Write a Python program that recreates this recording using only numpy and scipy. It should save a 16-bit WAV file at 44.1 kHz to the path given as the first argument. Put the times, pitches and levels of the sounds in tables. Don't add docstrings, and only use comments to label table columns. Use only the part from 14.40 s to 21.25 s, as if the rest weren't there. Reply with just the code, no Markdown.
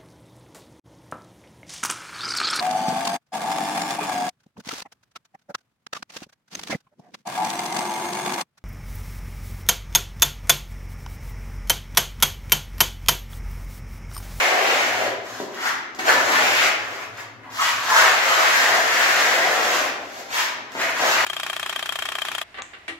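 import sys
import numpy as np
from scipy import signal
from scipy.fft import rfft, irfft, next_fast_len
from scipy.io import wavfile
from scipy.ndimage import uniform_filter1d, map_coordinates

SR = 44100
rng = np.random.default_rng(int(sys.argv[2]) if len(sys.argv) > 2 else 0)


def natural_amplitude(level_db):
    exponent = np.asarray(level_db, float) / 20
    return 10 ** exponent


def master_out(mix):
    frames = np.transpose(np.atleast_2d(mix))
    ceiling = np.clip(frames, -1, 1)
    pcm = np.round(ceiling * 32767).astype(np.int16)
    wavfile.write(sys.argv[1], SR, pcm)


N = 302085
RUN_IN = 22050
TOTAL = N + RUN_IN

# time_s, pressure_db, flatness, bend
FIRST_PULL = [(0.0, -16.5, 0.73, .1), (.16, -19.5, 0.94, .3), (.3, -17, 0.86, 0.45), (.44, -20, 0.61, 1.0),
              (.55, -24.5, 0.94, 0.55), (.66, -23.5, 1, 0.1)]
FIRST_LOADING = [(.86, -36, 0.42, -0.87), (1.01, -34, 0.83, -1.41)]
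PUSH_UP = [(1.686, -11, 0.82, -0.77), (1.77, -22, 0.57, -0.56), (1.859, -21.5, 1.0, -0.72),
           (1.93, -14.5, 0.47, -0.59), (2.04, -17.5, 0.84, 0.79), (2.14, -17, 0.29, 1),
           (2.248, -12.5, 0.64, 0.64)]
GLIDE_UP = [(2.37, -32.5, .55, 0.0), (2.51, -32.5, 0.87, -0.28), (2.63, -30.5, .55, -0.7)]
FLICK_AT_TOP = [(3.12, -34.5, .4, -1.3), (3.18, -24.5, 0.23, -0.38), (3.22, -16.5, 0.05, 0.22),
                (3.29, -18.5, 0.26, 0.64)]
TURN_AT_TOP = [(3.34, -26.5, 0.52, -.4), (3.45, -23, 0.46, -1.3), (3.52, -12, 0.48, -2.2),
               (3.59, -8.5, 0.58, -1), (3.76, -21, 0.77, 0.99), (3.95, -13, 0.5, -0.6)]
LONG_PULL = [(3.97, -15, 0.8, -0.31), (4.08, -15, 0.55, 0.046), (4.35, -16.5, 0.79, -0.62),
             (4.42, -20.5, .7, -.3), (4.58, -16, 0.63, 0.17), (4.78, -16.5, 0.68, -0.048),
             (5.0, -19, 0.87, -.2), (5.38, -19, 0.73, -0.59), (5.47, -26, 0.85, -.1)]
SECOND_LOADING = [(5.58, -47, 1.42, -.1), (5.7, -41, 0.71, -.2), (5.8, -34.5, 1.02, -0.33)]
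WIPE = [(5.925, -24, 0.42, -0), (5.99, -16, 0.18, -0.1), (6.08, -34, 0.78, -0.8)]
LAST_PUSH = [(6.55, -26, 0.61, -.9), (6.59, -20, 0.75, -.7), (6.64, -15.5, 0.86, -0.25),
             (6.75, -15.5, 0.25, -0.14), (6.85, -21.5, 0.67, -.7)]
STROKES = (FIRST_PULL, FIRST_LOADING, PUSH_UP, GLIDE_UP, FLICK_AT_TOP, TURN_AT_TOP, LONG_PULL,
           SECOND_LOADING, WIPE, LAST_PUSH)
STROKE_DRYNESS = [-1.5, 2.5, 0, -3.5, 3, -0.5, 0.5, 3.5, 3.5, 0]
# peak_s, rise_s, fall_s, pressure_db, flatness
SWIPES = [
    (1.269, .19, 0.095, -17, 0.29),
    (1.45, .3, .2, -48, 0.99),
    (1.593, .012, 0.065, -19, 0.9),
    (2.8, 0.11, 0.037, -27.5, 0.62),
    (3.04, 0.076, .3, -39.5, 0.74),
    (6.18, 0.34, 0.38, -41, 0.78),
    (6.423, 0.13, 0.093, -17, 0.68),
    (6.49, 0.091, 0.13, -21.5, 0.63),
]
# time_s, height_m
BLADE_HEIGHT = [(0.0, 1.4), (.3, 0.11), (.8, 0.25), (1.8, 0.09), (2.5, 0.74), (3.3, 1.3), (3.8, 1.6),
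                (5.3, .2), (6.0, 1.1), (6.6, 0.23), (6.85, 0.62)]

# low_hz, high_hz, ring_cycles, catches_per_s, share_of_lean
SHAKEN_BODIES = [(919, 3190, 8.4, 5000, 0.74), (223, 497, 13, 1200, 0.19), (509, 913, 10.3, 2500, 0.25)]
# pitch_hz, level_db
BODY_COLOUR = [(210, -22), (290, -11), (430, -10), (520, -5.5), (670, 5), (850, -2), (1100, -7.5),
               (1400, -1), (1800, 4), (2200, 2), (2700, -6.5)]
# pitch_hz, level_db
GRIT_COLOUR = [(1650, -61), (2800, -2.5), (6590, -5), (7600, -8.5), (8590, -22.5), (12000, -14.5),
               (15600, -22)]

# pitch_hz, fade_by_60_db_s
ROOM_FADE = [(200, 1.0), (530, 1), (1400, 0.84), (3700, 0.76), (9700, 0.33)]
# pitch_hz, likeness
EAR_LIKENESS = [(60, .9), (130, 0.46), (290, 0.89), (640, 0.61), (1410, 0), (3100, 0.092), (6800, 0.0),
                (15000, 0.074)]
# pitch_hz, left_lead_db
LEFT_LEAD = [(60, 10), (110, 5.5), (250, 1.5), (1300, 2.5), (4400, -0.3), (15000, 3.1)]

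# pitch_hz, level_db
AIR_COLOUR = [(25, -57), (50, -7.5), (90, -13), (130, 2.5), (180, -39), (300, -5), (800, -16), (3000, -39)]
# time_s, level_db
HUM_SWELL = [(0.0, -71), (.25, -61), (.93, -51.5), (1.221, -73), (1.56, -67), (1.75, -53), (3.5, -56.5),
             (3.95, -57.5), (6.3, -66.5), (6.75, -55)]

# time_s, peak_db, thud_db, tick_db, thud_pitch_hz
TAPS = [
    (1.001, -19, -9.5, -40, 390),
    (1.146, -24, -29, -39, 377),
    (1.549, -44, -27, -39.5, 710),
    (1.59, -17, -16, -33, 552),
    (2.774, -24, -35, -42.5, 939),
    (6.32, -31, -39, -40, 1050),
    (6.352, -15, -13.5, -48, 1000),
]
# pitch_hz, level_db, fade_by_60_db_s
TAP_MODES = [(211, -37, 0.017), (305, -4, 0.02), (408, -0.5, 0.061), (605, 7.5, 0.019), (757, -5.5, 0.081),
             (935, 3.5, 0.024), (1400, -5, 0.047), (1840, -13, .03)]

# start_s, length_s, pitch_hz, width_hz, level_db
SINGING = [
    (1.249, 0.056, 1850, 500, -17.5),
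    (1.656, 0.075, 1320, 1000, -12),
    (3.028, 0.098, 990, 250, -35),
    (3.169, 0.1, 1166, 222, -15),
    (3.515, 0.11, 1180, 350, -26),
    (3.8, 1, 1780, 450, -23),
    (4.6, 0.8, 1960, 450, -26),
    (6.408, 0.055, 1950, 400, -22),
    (6.634, 0.038, 644, 150, -28),
    (6.717, .05, 2680, 300, -20),
]

USUAL_DB = -18


def rms_one(x):
    return x / np.sqrt(np.mean(x ** 2) + 1e-20)


def at_hz(points, hz):
    table_hz, values = np.transpose(points)
    return np.interp(np.log(np.maximum(hz, 1)), np.log(table_hz), values)


def coloured(x, spectrum):
    count = x.shape[-1]
    size = next_fast_len(count)
    gain = natural_amplitude(at_hz(spectrum, np.fft.rfftfreq(size, 1 / SR)))
    return irfft(rfft(x, size) * gain, size)[..., :count]


def drift(rate):
    r = np.exp(-80 * np.pi * rate / SR)
    noise = rng.standard_normal(TOTAL // 40 + 2002)
    slow = signal.lfilter([1], [1, -2 * r, r * r], noise)[2000:]
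    return np.interp(np.arange(TOTAL) / 40, np.arange(len(slow)), rms_one(slow))


def ring(clicks, hz, t60):
    r = natural_amplitude(-60 / (t60 * SR))
    w = 2 * np.pi * hz / SR
    return signal.lfilter([0, np.sin(w)], [1, -2 * r * np.cos(w), r * r], clicks + 1e-18)


def contact():
    land_s, lift_s = 0.088, 0.088
    swipe_bend, swipe_dryness_db, swipe_dry_follows = -0.66, -2, 0.13
    faint_db = -35
    t = np.arange(-RUN_IN, N) / SR
    pressures, holds = [], []
    for stroke, dry_db in zip(STROKES, STROKE_DRYNESS):
        s, db, flat, bend = np.transpose(stroke)
        before = np.maximum(s[0] - t, 0) * (s[0] > .02)
        off = before / land_s + np.maximum(t - s[-1], 0) / lift_s
        pressures.append(np.interp(t, s, db) - 30 * off)
        holds.append([np.interp(t, s, flat), np.interp(t, s, bend), dry_db + 0 * t])
    for s, rise, fall, db, flat in SWIPES:
        off = np.maximum(s - t, 0) / abs(rise) + np.maximum(t - s, 0) / abs(fall)
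        pressures.append(db - 30 * off ** 1.18)
        dry_db = swipe_dryness_db + swipe_dry_follows * (db - USUAL_DB) + 2 * min(db - faint_db, 0)
        holds.append(np.outer([flat, swipe_bend, dry_db], 1 + 0 * t))
    lead = np.argmax(pressures, axis=0)[None, None]
    leading_hold = np.take_along_axis(np.array(holds), lead, axis=0)[0]
    flat, bend, dry_db = uniform_filter1d(leading_hold, size=600)
    press_db = np.maximum(np.max(pressures, axis=0), -80)
    return t, press_db, flat - 0.7, bend, dry_db


def catches(per_s, spread_db, chatter_db):
    force = natural_amplitude(spread_db * np.minimum(rng.exponential(1, TOTAL), 4))
    push_or_pull = rng.choice([-1, 1], TOTAL)
    caught = rng.random(TOTAL) < per_s / SR
    return force * push_or_pull * caught * natural_amplitude(chatter_db * drift(42))


def shaken(drive, lean, low_hz, high_hz, cycles, per_s, leaning):
    clicks = catches(per_s, spread_db=2.5, chatter_db=-0.4)
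    dealt = rng.integers(0, 8, TOTAL)
    out, power = 0, 0
    for k, hz in enumerate(np.geomspace(low_hz * 1.093, high_hz / 1.123, 8)):
        lean_db = leaning * lean * np.log2(hz / low_hz)
        favour = natural_amplitude(at_hz(BODY_COLOUR, hz) + lean_db + 2.5 * drift(2.9))
        out = out + favour * ring(clicks * (dealt == k), hz, cycles / hz) * np.sqrt(hz)
        power = power + favour ** 2
    steady = out / np.sqrt(power)
    low_cut = signal.butter(4, 0.72 * low_hz, "high", fs=SR, output="sos")
    return drive * rms_one(signal.sosfilt(low_cut, steady))


def scrape():
    t, press_db, flat, bend, dry_db = contact()
    extra_db = press_db - USUAL_DB
    height_m = np.interp(t, *np.transpose(BLADE_HEIGHT))
    thrum_db = -36.5 + 0.52 * extra_db + 9.5 * flat - 7 * height_m
    thrum = np.hypot(natural_amplitude(thrum_db), natural_amplitude(-51.5))
    flex = natural_amplitude(press_db - 9 + 34.5 * flat)
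    drives = [natural_amplitude(press_db), thrum, flex]
    lean = 10 * bend
    bodies = sum(shaken(drive, lean, *body) for drive, body in zip(drives, SHAKEN_BODIES))
    grit = natural_amplitude(-25.5 + dry_db + 0.93 * extra_db + 1 * flat)
    hiss = rms_one(coloured(catches(12000, spread_db=1.5, chatter_db=-1.13), GRIT_COLOUR))
    return grit * hiss + bodies


def two_ears(mid, side, hz):
    alike = np.clip(at_hz(EAR_LIKENESS, hz), -1, 1)
    pair = np.sqrt(1 + alike) * mid + np.sqrt(1 - alike) * side * [[1], [-1]]
    return pair * natural_amplitude(at_hz(LEFT_LEAD, hz) * [[.5], [-.5]]) / np.sqrt(2)


def echo_pattern():
    t = np.arange(SR) / SR
    white = rng.standard_normal((2, 2, SR))
    tail = 0
    edges = np.append(100 * 2 ** np.arange(0, 7.6, .75), 19000)
    for k, (low, high) in enumerate(zip(edges, edges[1:])):
        band_filter = signal.butter(2, [low, high], "band", fs=SR, output="sos")
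        band = signal.sosfilt(band_filter, white[k % 2])
        t60 = at_hz(ROOM_FADE, np.sqrt(low * high))
        tail = tail + band * natural_amplitude(-60 * t / t60) / np.sqrt(t60 * SR / np.log(1e6))
    return 0.77 * tail * np.minimum(t / 0.0012, 1)


def room(x):
    places, step_s = 7, .05
    count = len(x)
    size = next_fast_len(count + SR)
    place = np.arange(count) / (step_s * SR)
    echoes = 0
    for k in range(places):
        away = np.abs((place - k + places / 2) % places - places / 2)
        piece = x * np.cos(np.pi / 2 * np.minimum(away, 1))
        echoes = echoes + rfft(piece, size) * rfft(echo_pattern(), size)
    echoes = irfft(two_ears(*echoes, np.fft.rfftfreq(size, 1 / SR)), size)[:, :count]
    lag = -2 + 9 * drift(3)
    direct = [map_coordinates(x, [np.arange(count) + way * lag / 2], order=3) for way in (-1, 1)]
    direct = natural_amplitude(-8) * np.array(direct) * natural_amplitude([[.7], [-.7]])
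    return (echoes + direct)[:, RUN_IN:]


def outside():
    hum_hz, hum_width_hz = 110, 18
    hz = np.fft.rfftfreq(N, 1 / SR)
    air_pair = two_ears(*rfft(rng.standard_normal((2, N))), hz)
    air = rms_one(irfft(air_pair * natural_amplitude(at_hz(AIR_COLOUR, hz)), N))
    narrow = 1 / (1 + (2 * (hz - hum_hz) / hum_width_hz) ** 2)
    hum = rms_one(irfft(rfft(rng.standard_normal(N)) * narrow, N))
    swell = natural_amplitude(np.interp(np.arange(N) / SR, *np.transpose(HUM_SWELL)))
    return natural_amplitude(-57) * air + swell * hum * natural_amplitude([[2.5], [-2.5]])


def taps():
    at = [RUN_IN + round(row[0] * SR) for row in TAPS]
    _, _, thud_db, tick_db, pitch_hz = np.transpose(TAPS)
    thud = np.zeros(TOTAL)
    for hz, level_db, t60 in TAP_MODES:
        clicks = np.zeros(TOTAL)
        octaves_away = np.abs(np.log2(hz / pitch_hz))
        clicks[at] = natural_amplitude(thud_db + level_db - 6 - 7 * octaves_away)
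        thud += ring(clicks, hz, t60)
    thud = signal.sosfilt(signal.butter(4, 200, "high", fs=SR, output="sos"), thud)
    burst = np.zeros(TOTAL)
    burst[at] = natural_amplitude(tick_db + 2.5)
    tick = natural_amplitude(36.0) * coloured(burst, GRIT_COLOUR)
    fade = signal.lfilter([1], [1, -natural_amplitude(-60 / (0.0037 * SR))], burst)
    crumbs = fade * rms_one(coloured(rng.standard_normal(TOTAL), GRIT_COLOUR))
    return thud + tick + crumbs


def singing():
    out = np.zeros(TOTAL)
    clicks = catches(4000, spread_db=-3.0, chatter_db=1.0)
    for start, length, hz, width_hz, level_db in SINGING:
        at, size = RUN_IN + round(start * SR), round(length * SR)
        r = np.exp(-np.pi * width_hz / SR)
        resonance = [1, 0, -1, 1, -2 * r * np.cos(2 * np.pi * hz / SR), r * r]
        tone = rms_one(signal.sosfilt([resonance, resonance], clicks[at:at + size]))
        out[at:at + size] += natural_amplitude(level_db) * tone * np.hanning(size)
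    return out


def scene():
    blade = scrape() + singing() + taps()
    return room(blade) + outside()


def band_limit(x):
    return signal.sosfilt(signal.butter(12, 16850, fs=SR, output="sos"), x)


def record(dry):
    rounded = 1.3 * np.tanh(dry / 1.3)
    treble_cut = signal.ellip(12, .3, 60, 15790, fs=SR, output="sos")
    finished = signal.sosfilt(treble_cut, rounded)
    return band_limit(finished)


dry = scene()
out = record(dry)
master_out(out)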